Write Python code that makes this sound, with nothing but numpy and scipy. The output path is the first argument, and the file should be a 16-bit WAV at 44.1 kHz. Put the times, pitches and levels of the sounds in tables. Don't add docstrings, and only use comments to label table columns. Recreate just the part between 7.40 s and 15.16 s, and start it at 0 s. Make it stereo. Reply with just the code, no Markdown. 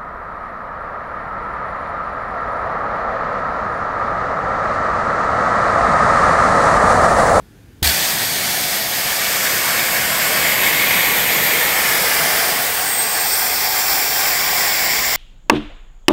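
import sys
import numpy as np
from scipy import signal
from scipy.fft import rfft, irfft, next_fast_len
from scipy.io import wavfile
from scipy.ndimage import uniform_filter1d, map_coordinates

SR = 44100
rng = np.random.default_rng(int(sys.argv[2]) if len(sys.argv) > 2 else 0)


def wav_out(sig):
    wavfile.write(sys.argv[1], SR, np.round(np.clip(np.atleast_2d(sig).T, -1, 1) * 32767).astype(np.int16))


N = 342216
T = np.arange(N) / SR
FRAME = 2048

# (frequency [Hz], relative level per Hz [dB])
YARD_COLOUR = [(15, -44), (25, -9), (53, -4), (74, -5.5), (107, -8), (223, -16.5), (269, -13), (589, -27.5),
               (1150, -31), (1400, -30), (1600, -26), (1930, -31), (9520, -40.5), (12100, -39),
               (15900, -45)]
# (frequency [Hz], likeness [0-1])
YARD_LIKENESS = [(100, 1), (500, 0.89), (1500, 0.23), (4000, 0.1)]
YARD_DB = -45
YARD_EXTRA_DB, YARD_SINK_S = 3, 0.07

MOAN_S, MOAN_LENGTH_S, MOAN_DB = .745, .19, -37.5
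MOAN_START_HZ, MOAN_FALL_HZ_PER_S = 134, 205

# (time of peak [s], tone [0 lower, 1 upper], level [dB], swell [dB/s], fade [dB/s])
WHISTLE_BURSTS = [(5.47, 0, -27, 300, 40), (5.55, 0, -23, 150, 60), (5.62, 0, -20, 80, 60),
                  (5.675, 0, -19.5, 60, 150), (5.74, 0, -23, 100, 300), (5.815, 0, -18.5, 400, 350),
                  (5.882, 0, -21, 400, 500), (5.937, 0, -17.5, 400, 450), (6.03, 0, -29, 150, 150),
                  (6.12, 0, -30, 100, 150), (6.19, 0, -31, 200, 300), (5.52, 1, -33, 150, 200),
                  (5.73, 1, -36, 300, 300), (5.78, 1, -33, 350, 400), (5.89, 1, -37, 150, 500),
                  (5.99, 1, -28, 250, 80), (6.07, 1, -29, 40, 500)]
LOWER_HZ, UPPER_HZ = 8404, 9565
SAG_S, SAG_HZ_PER_S = 5.72, 170

# (frequency [Hz], relative level [dB], time to fall 60 dB [s])
SHELL_MODES = [(85, 5, .1), (160, -1, .07), (310, 0, .03)]
POP_S, POP_RISE_S, POP_DB = .4227, .0013, -15.5
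BOOM_S, BOOM_SWELL_S, BOOM_HZ, BOOM_DB = .4456, .027, 72.5, -17

LIFT_S, LIFT_RISE_S = .4248, .0042
REBOUND_S, REBOUND_WIDTH_S, REBOUND_DB = .4375, .0035, -8
RUSH_DB, RUSH_HOLD_S, RUSH_FALL_S = 3, 0.072, 0.044

# (time [s], hiss level [dB], roar level [dB], deep rumble level [dB])
JET_LEVELS = [(.6, -14, -33.5, -50), (1.4, -15, -36, -61), (1.8, -14, -38, -59), (2.2, -13, -34.5, -56),
              (3.3, -12, -31.5, -47), (4.4, -11.5, -35.5, -51), (5, -12, -36, -46), (5.35, -14, -39.5, -50),
              (5.7, -14, -43.5, -54), (6.6, -13, -43.5, -46), (7.1, -12.5, -40.5, -46),
              (7.76, -13, -40, -43)]
# (frequency [Hz], relative level per Hz [dB])
ROAR_COLOUR = [(55, -24), (90, -2), (180, 4.5), (250, -1), (320, -5), (400, -10), (520, -19.5)]
# (frequency [Hz], relative level per Hz [dB])
RUMBLE_COLOUR = [(25, -28), (42, -4), (55, 0), (70, -3), (95, -36)]
# (frequency [Hz], relative level per Hz [dB])
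SPIT_COLOUR = [(900, -18), (2500, -11), (3300, 7.5), (4000, 1), (5000, 0.5), (6000, -10), (8600, 0),
               (9300, -8), (9800, -25), (10800, -12), (12500, 0), (13800, -9), (15500, -5)]
# (frequency [Hz], relative level per Hz [dB])
LEFT_COLOUR = [(400, -4.5), (750, 1.6), (1200, -1.5), (1700, -1), (2200, 4), (2800, -4.3), (3500, -1.5),
               (4100, -4), (5300, -2), (5900, -4), (7400, -2.2), (9150, -6), (9500, -8.5), (10000, -9.5),
               (11300, -6.5), (11900, -3.5), (13600, -4), (14600, -1), (15600, -4)]
# (frequency [Hz], relative level per Hz [dB])
RIGHT_COLOUR = [(400, -4.5), (750, 2.5), (1250, -1), (1500, 0), (1750, 4), (2200, 2.5), (2600, -1),
                (2800, -0.4), (3400, 1), (3900, -3), (4700, 0.7), (5900, -6.5), (7500, -3), (9100, -2.5),
                (9500, -9.5), (11200, -6.7), (11900, 2.1), (13200, -3), (15600, 0)]

# (time [s], view [0-6, in the order of VIEW_SHADES])
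CAMERA_SWING = [(1.2, 0), (2.4, 1), (2.95, 1.25), (3.2, 1.9), (4.1, 2.1), (4.6, 3), (5, 3.1), (5.35, 4),
                (5.55, 4.2), (5.9, 5), (6.4, 5.1), (7, 5.5), (7.6, 6)]
# (view [0-6], lag of the left port [ms],
# bounce off the boiler [gain], bounce off the paving [gain])
VIEW_PATHS = [(0, .2, .2, .1), (1, .11, .22, .08), (2, .02, .15, .05), (3, -.06, .22, .05),
              (4, -.125, .2, .05), (5, -.155, .26, .12), (6, -.145, .26, .05)]
# (frequency [Hz], left level [dB],
# right level [dB], left-right likeness [0-1], lead of the left port [rad, less below 1 kHz])
SHADE_BEHIND = [(350, 3, 2.5, 0.86, 0.0), (460, 1, 1, .88, 0), (570, -2, -2, .85, 0),
                (880, -1, -1, 0.75, 0.1), (1050, -4, -3.5, .75, 0), (1350, -2, 1.5, 0.8, -0.5),
                (2100, -2, 1, 0.47, 1.1), (2920, 1.5, 0.1, 0.13, 0.5), (4300, -1.5, 3, 0.5, -1),
                (5300, 1, 2, 0.24, -1.5), (6100, 1, 4, 0, 2), (7300, 0.7, 1.1, 0.45, -1.5),
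                (9000, 4, 2, 0.4, 0.5), (10500, 0.5, 3.5, 0.05, -3), (11500, -1, 0, 0.22, 1),
                (12700, 5.5, -0.5, 0.3, 8), (14000, -3, 0, 0.08, 7), (15600, -1, -7, 0, 1)]
# (frequency [Hz], left [dB], right [dB], likeness [0-1], lead [rad])
SHADE_TURNING = [(350, 3, 3.5, 0.93, -0.5), (920, -1.2, -1.5, 0.68, 0), (1310, 1.5, 4.5, 0.33, -0.5),
                 (2100, -1, 3.5, 0.64, 0.2), (2950, 1.5, 0, 0.32, 1.0), (4200, 0.5, -1, 0.22, -1.3),
                 (5400, 1.2, 3, 0.27, 1), (6200, -0.5, 2, 0.34, -0.5), (7400, 0, 0, 0.17, 4.5),
                 (9000, 2.5, 0, 0.11, 13), (10400, 1, -1, 0.21, 4.2), (11600, 1, 0.5, 0.17, 7.5),
                 (12700, 3.5, -0.5, 0.26, 12), (14000, -2.4, -1.3, 0.04, 9.9),
                 (15500, -2.5, -5.6, 0.1, 9.9)]
# (frequency [Hz], left [dB], right [dB], likeness [0-1], lead [rad])
SHADE_BESIDE = [(354, 3.5, 3, 1, -0.5), (470, 5, 4.5, .95, 0), (570, 1, 1, .9, .2),
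                (905, -0.8, -1.4, 0.76, 0.45), (1460, -2.3, 1.8, 0.33, -1.5), (2170, 2.5, 5.2, 0.76, 0.5),
                (2950, 3, -1.5, 0.49, 1), (4200, -0.5, -2.5, 0.2, 0.5), (5530, -2, -1.5, 0.49, 4.5),
                (6200, -4, -1.5, 0.07, 5.5), (7450, -2.5, -0.2, 0.35, 8.8), (8900, 0, -0.8, 0.12, 12.8),
                (9700, 0, -2, .1, 15), (10300, 1, -1, 0.18, 16.5), (10800, -2, -2.5, .25, 16),
                (11600, -4, 0, 0.31, 14.5), (12600, 8, 1.5, 0.46, 21.5), (14000, -4, 2, 0.24, 17.9),
                (15800, -1, -4.5, 0.34, 19.9)]
# (frequency [Hz], left [dB], right [dB], likeness [0-1], lead [rad])
SHADE_PASSING = [(350, .6, 0, 0.98, -0.5), (470, 5, 5, 0.94, -1), (570, 1, -0.5, 0.78, .2),
                 (890, 0, -1.5, 0.86, -1), (1350, 1.5, 1.5, 0.35, 0), (2070, -1.5, 4, 0.84, 0.54),
                 (2980, 2, -1, .3, 1), (4200, -1.5, -2.5, .2, 3), (5300, 2, 1.4, .82, 3.5),
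                 (6240, -2.5, -2, .44, 4.5), (7400, 0, 0, .1, 7), (9000, 1, 0.5, .35, 14),
                 (10500, 5, 4, 0.39, 13), (11500, 3, -2, .1, 17), (12700, 2, -0.5, .1, 11),
                 (14000, 0, 1, .26, 11), (15400, -1, -3.5, .39, 14)]
# (frequency [Hz], left [dB], right [dB], likeness [0-1], lead [rad])
SHADE_NEARLY = [(350, 0, -1, 0.93, -0.5), (470, 3, 2.5, 0.98, -1), (600, 0.5, -2, 0.95, 0.5),
                (900, 1.5, -1, 0.87, -0.4), (1340, -1, 0.5, 0.46, -3), (2100, -4.5, 1, 0.57, 0.2),
                (2950, 1, 0, 0.59, 0.7), (4220, 0.5, -2.5, 0.28, -0.5), (5430, -1.5, -4.5, 0.19, 9),
                (6200, -1.5, 1.0, 0.53, 4), (7400, -1, -3, 0.14, 6.5), (9000, 4.7, 2, 0.24, 5),
                (10400, -3, 0, 0.45, 5), (11600, -4, 0, 0.46, 10), (12700, 0, -6.0, 0.25, 9.8),
                (14000, 0.2, 0, 0.26, 11.4), (15500, 0, 4, 0.51, 15)]
# (frequency [Hz], left [dB], right [dB], likeness [0-1], lead [rad])
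SHADE_FACING = [(348, 0.5, -1.5, .97, -0.5), (460, 0, 0, 0.89, -.4), (617, 0, -2.5, 1, 0.2),
                (880, 0.2, -0.5, 0.92, -0.4), (1340, -2, -4, 0.5, -0.5), (1540, -3, 1, .55, -1.5),
                (1870, -5, 1, .6, 0.5), (2080, -1.5, 4.5, 0.6, 1), (2570, 5, 6, 0.83, 0),
                (2900, 1, -1, 1, 0), (3300, 4, 0.8, 0.74, -0.5), (4300, -2, -0.5, 0.46, 0.5),
                (5450, 8, 2, .25, 6), (6240, 0, 0, .35, 3.5), (6800, -1, -4, .5, 2), (7100, 2, 0.5, .4, 6),
                (8800, 2, -2.5, .1, 6.5), (10300, 1, -4, .2, 7), (10900, -5, 3, .5, 8),
                (11800, 6, 5, 1, 5.5), (12700, -1, -14, .25, 13), (13500, 0, 2, .5, 11),
                (14500, -1, 4, .5, 13.5), (15400, 0.5, 3, .63, 9.5)]
# (frequency [Hz], left [dB], right [dB], likeness [0-1], lead [rad])
SHADE_RAISED = [(350, -0.5, -1, 0.99, -1), (890, 0.8, -1.7, 0.86, -0.5), (1080, 1, -.5, .8, -.7),
                (1370, -5, -4.5, 0.55, -2), (1800, -2.5, 2, .6, -.8), (2200, 2.5, 9, 0.73, 0.2),
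                (2500, 2.5, 3, .7, .3), (3020, 5, -0.5, 0.63, 0.4), (4170, -2, 1.7, 0.48, -0.5),
                (5600, 9, 1.5, 0.45, 3.5), (6270, -2, 2, 0.49, 4), (7300, 5.5, -0.5, 0.73, 5),
                (9000, -2.8, -3.5, 0.36, 11), (11000, -0.5, 1.5, 0.54, 12.9), (12100, -1, -5, 0.24, 18),
                (12600, 0, -2, 0.6, 17), (13500, -.5, -3, .4, 16), (14000, -1.4, 4, 0.57, 16.5),
                (15200, 0.5, 3.5, 0.66, 17.2)]
VIEW_SHADES = [SHADE_BEHIND, SHADE_TURNING, SHADE_BESIDE, SHADE_PASSING,
               SHADE_NEARLY, SHADE_FACING, SHADE_RAISED]

# (time [s], delay at left port [ms], delay at right port [ms])
BOILER_DELAYS = [(.8, 1.15, 1.68), (2.1, 1.8, 1.87), (3.2, 1.91, 1.83), (4, 2.06, 2.11), (5.2, 2.76, 2.63),
                 (6, 2.45, 2.53), (7.7, 2.84, 2.62)]
PAVING_MS, PAVING_MS_PER_S = 5.4, 0.218
SCATTER_GAIN = 0.14
SCATTER_FOLLOWS = 1.2
SCATTER_FULL_HZ = 1500
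# (time [s], wide band [Hz], its level [dB], narrow gap [Hz], its level [dB])
SLIDING_BANDS = [(.6, 710, 1.5, 1190, -2), (1.6, 660, 3, 1150, -5), (2.1, 656, -0.5, 1030, -7),
                 (2.9, 624, 3.5, 960, -3), (3.4, 624, -1.5, 1140, 6), (4.3, 634, 2, 1120, -1),
                 (4.9, 656, 6, 1010, -3), (5.5, 750, 0.5, 1010, -6), (6, 780, 3, 960, -3),
                 (6.9, 770, 2, 936, -10), (7.7, 760, 0, 940, -10)]
BAND_WIDTH_HZ, GAP_WIDTH_HZ = 72, 26

TOP_HZ = 15830


def amp(db):
    return 10 ** (np.asarray(db) / 20)


def unit(x):
    return x / np.sqrt(np.mean(np.abs(x) ** 2) + 1e-20)


def along(points, hz):
    f, *columns = np.transpose(points)
    return np.array([np.interp(np.log(hz + 1), np.log(f + 1), c) for c in columns])


def curves(rows, t=T):
    s, *columns = np.transpose(rows)
    return [np.interp(t, s, c) for c in columns]


def wobble(rate):
    points = rng.standard_normal(int(N * rate / SR) + 4)
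    return map_coordinates(points, [np.arange(N) * rate / SR])


def eddies(patchy_db):
    hz, t, z = signal.stft(rng.standard_normal((2, N)), SR, nperseg=FRAME)
    patches = uniform_filter1d(rng.standard_normal(z.shape[1:]), size=20, axis=0)
    patches = uniform_filter1d(patches, size=4, axis=1)
    return hz[:, None], t, z * amp(patchy_db * unit(patches))


def at_ports(z, likeness, gains):
    own = np.sqrt(1 - np.clip(np.abs(likeness), 0, 1) ** 2)
    left = likeness * z[0] + own * z[1]
    right = z[0]
    pair = gains * np.array([left, right])
    return unit(signal.istft(pair, SR, nperseg=FRAME)[1][:, :N])


def rush(colour, alike, patchy_db):
    hz, t, z = eddies(patchy_db)
    return at_ports(z, along(alike, hz)[0], amp(along(colour, hz)[0]))


def yard():
    level_db = YARD_DB + YARD_EXTRA_DB * np.exp(-T / YARD_SINK_S)
    return amp(level_db) * rush(YARD_COLOUR, YARD_LIKENESS, patchy_db=1.2)


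def tone(hz, gain, waver_hz, flicker_db, apart):
    phase = 2 * np.pi * np.cumsum(hz + waver_hz * wobble(60)) / SR
    phase = phase + apart * np.outer([1, -1], wobble(14))
    flicker = flicker_db * (wobble(44) + apart * np.array([wobble(25), wobble(25)]))
    return gain * amp(flicker) * np.sqrt(2) * np.sin(phase)


def moan():
    u = np.clip((T - MOAN_S) / MOAN_LENGTH_S, 0, 1)
    gain = amp(MOAN_DB) * np.sqrt(np.abs(np.sin(np.pi * u))) * (u < 1)
    hz = MOAN_START_HZ - MOAN_FALL_HZ_PER_S * MOAN_LENGTH_S * u
    return tone(hz, gain, waver_hz=1.5, flicker_db=2.0, apart=.1)


def whistles():
    gain = np.zeros((2, N))
    for peak_s, which, db, swell, fade in WHISTLE_BURSTS:
        below_peak_db = np.where(T < peak_s, swell * (peak_s - T), fade * (T - peak_s))
        gain[which] = np.maximum(gain[which], amp(db - below_peak_db))
    lower_hz = LOWER_HZ - SAG_HZ_PER_S * np.clip(T - SAG_S, 0, None)
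    lower = tone(lower_hz, gain[0], waver_hz=14, flicker_db=1.2, apart=.5)
    upper = tone(UPPER_HZ, gain[1], waver_hz=13, flicker_db=1.2, apart=.4)
    return amp([[1.1], [-1.1]]) * (lower + upper)


def pop():
    t = np.clip(T - POP_S, 0, 1)
    ring = sum(amp(db - 60 * t / t60) * np.sin(2 * np.pi * hz * t) for hz, db, t60 in SHELL_MODES)
    attack = 1 - np.exp(-t / POP_RISE_S)
    u = np.clip(T - BOOM_S, 0, 1) / BOOM_SWELL_S
    swell = (u * np.exp(1 - u)) ** 2
    boom = swell * np.sin(2 * np.pi * BOOM_HZ * (T - BOOM_S))
    return amp(POP_DB) * ring * attack + amp(BOOM_DB) * boom


def lift():
    since = T - LIFT_S
    rebound_db = REBOUND_DB * np.exp(-((T - REBOUND_S) / REBOUND_WIDTH_S) ** 2)
    rush_db = RUSH_DB * np.exp(-np.clip(since - RUSH_HOLD_S, 0, None) / RUSH_FALL_S)
    return np.clip(since / LIFT_RISE_S, 0, 1) ** 2 * amp(rebound_db + rush_db)


def sliding_bands(hz, t):
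    band_hz, band_db, gap_hz, gap_db = curves(SLIDING_BANDS, t)
    band = band_db * np.exp(-((hz - band_hz) / BAND_WIDTH_HZ) ** 2)
    gap = gap_db * np.exp(-((hz - gap_hz) / GAP_WIDTH_HZ) ** 2)
    return band + gap


def late(hz, ms):
    return np.exp(-2j * np.pi * hz * ms / 1000)


def bounces(hz, t, boiler, paving):
    boiler_ms = np.array(curves(BOILER_DELAYS, t))[:, None]
    shell = late(hz, boiler_ms) - 0.18 * late(hz, boiler_ms + 0.29)
    ground = late(hz, PAVING_MS + PAVING_MS_PER_S * t)
    copies = boiler * shell + paving * ground
    scatter = SCATTER_GAIN * np.clip(hz / SCATTER_FULL_HZ, 0, 1) ** 2
    for start, pace, sign in rng.uniform(-1, 1, (24, 3)):
        far_ms = 9 + 7 * start + SCATTER_FOLLOWS * (1 + pace) * boiler_ms
        copies = copies + scatter * np.sign(sign) * late(hz, far_ms)
    return 1 + copies / (1 + (hz / 4500) ** 2)


def hiss():
    hz, t, z = eddies(patchy_db=0.81)
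    view = np.clip(curves(CAMERA_SWING, t)[0], 0, len(VIEW_SHADES) - 1)
    lag_ms, boiler, paving = curves(VIEW_PATHS, view)
    shade_db, likeness = 0, 0
    for k, table in enumerate(VIEW_SHADES):
        share = np.clip(1 - np.abs(view - k), 0, 1)
        left_db, right_db, alike, lead = along(table, hz)
        shade_db = shade_db + share * np.array([left_db, right_db])
        turn = np.exp(1j * lead * np.clip(hz / 1000, 0, 1))
        likeness = likeness + share * alike * turn
    ports_db = np.array([along(LEFT_COLOUR, hz)[0], along(RIGHT_COLOUR, hz)[0]])
    low_cut = (hz / 300) ** 2 / (1 + (hz / 300) ** 2)
    gains = amp(ports_db + shade_db + sliding_bands(hz, t)) * low_cut
    gains = gains * bounces(hz, t, boiler, paving)
    return at_ports(z, likeness * late(hz, lag_ms), gains)


def jet():
    hiss_db, roar_db, rumble_db = curves(JET_LEVELS)
    opening = np.clip((T - .422) / 0.0096, 0, 1) ** 2
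    flutter_db = .35 * wobble(6) + .4 * wobble(20)
    roar_noise = rush(ROAR_COLOUR, [(80, 0.97), (300, 0.96)], patchy_db=1.5)
    roar = amp(roar_db + 0.45 * wobble(4.6)) * roar_noise
    rumble_noise = rush(RUMBLE_COLOUR, [(60, 0.96)], patchy_db=0.5)
    rumble = amp(rumble_db + 1.5 * wobble(4.3)) * rumble_noise
    spit_db = -15.5 - 60 * (T - .43) / .5 + 4.2 * wobble(149.2)
    spit = amp(spit_db) * rush(SPIT_COLOUR, [(4000, 0.25)], patchy_db=5.0)
    low_part = opening * amp([[.3], [-.3]]) * (roar + rumble)
    return low_part + lift() * (spit + amp(hiss_db + flutter_db) * hiss())


def scene():
    return yard() + moan() + whistles() + pop() + jet()


def record(dry):
    m = next_fast_len(N + SR // 4)
    hz = np.fft.rfftfreq(m, 1 / SR)
    bass_cut = (1j * hz / (24 + 1j * hz)) ** 2
    top_cut = np.sin(np.pi / 2 * np.clip((TOP_HZ - hz) / 140, 0, 1)) ** 2
    spectrum = rfft(np.clip(dry, -.9, .9), m)
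    return irfft(spectrum * bass_cut * top_cut, m)[:, :N]


dry = scene()
out = record(dry)
wav_out(out)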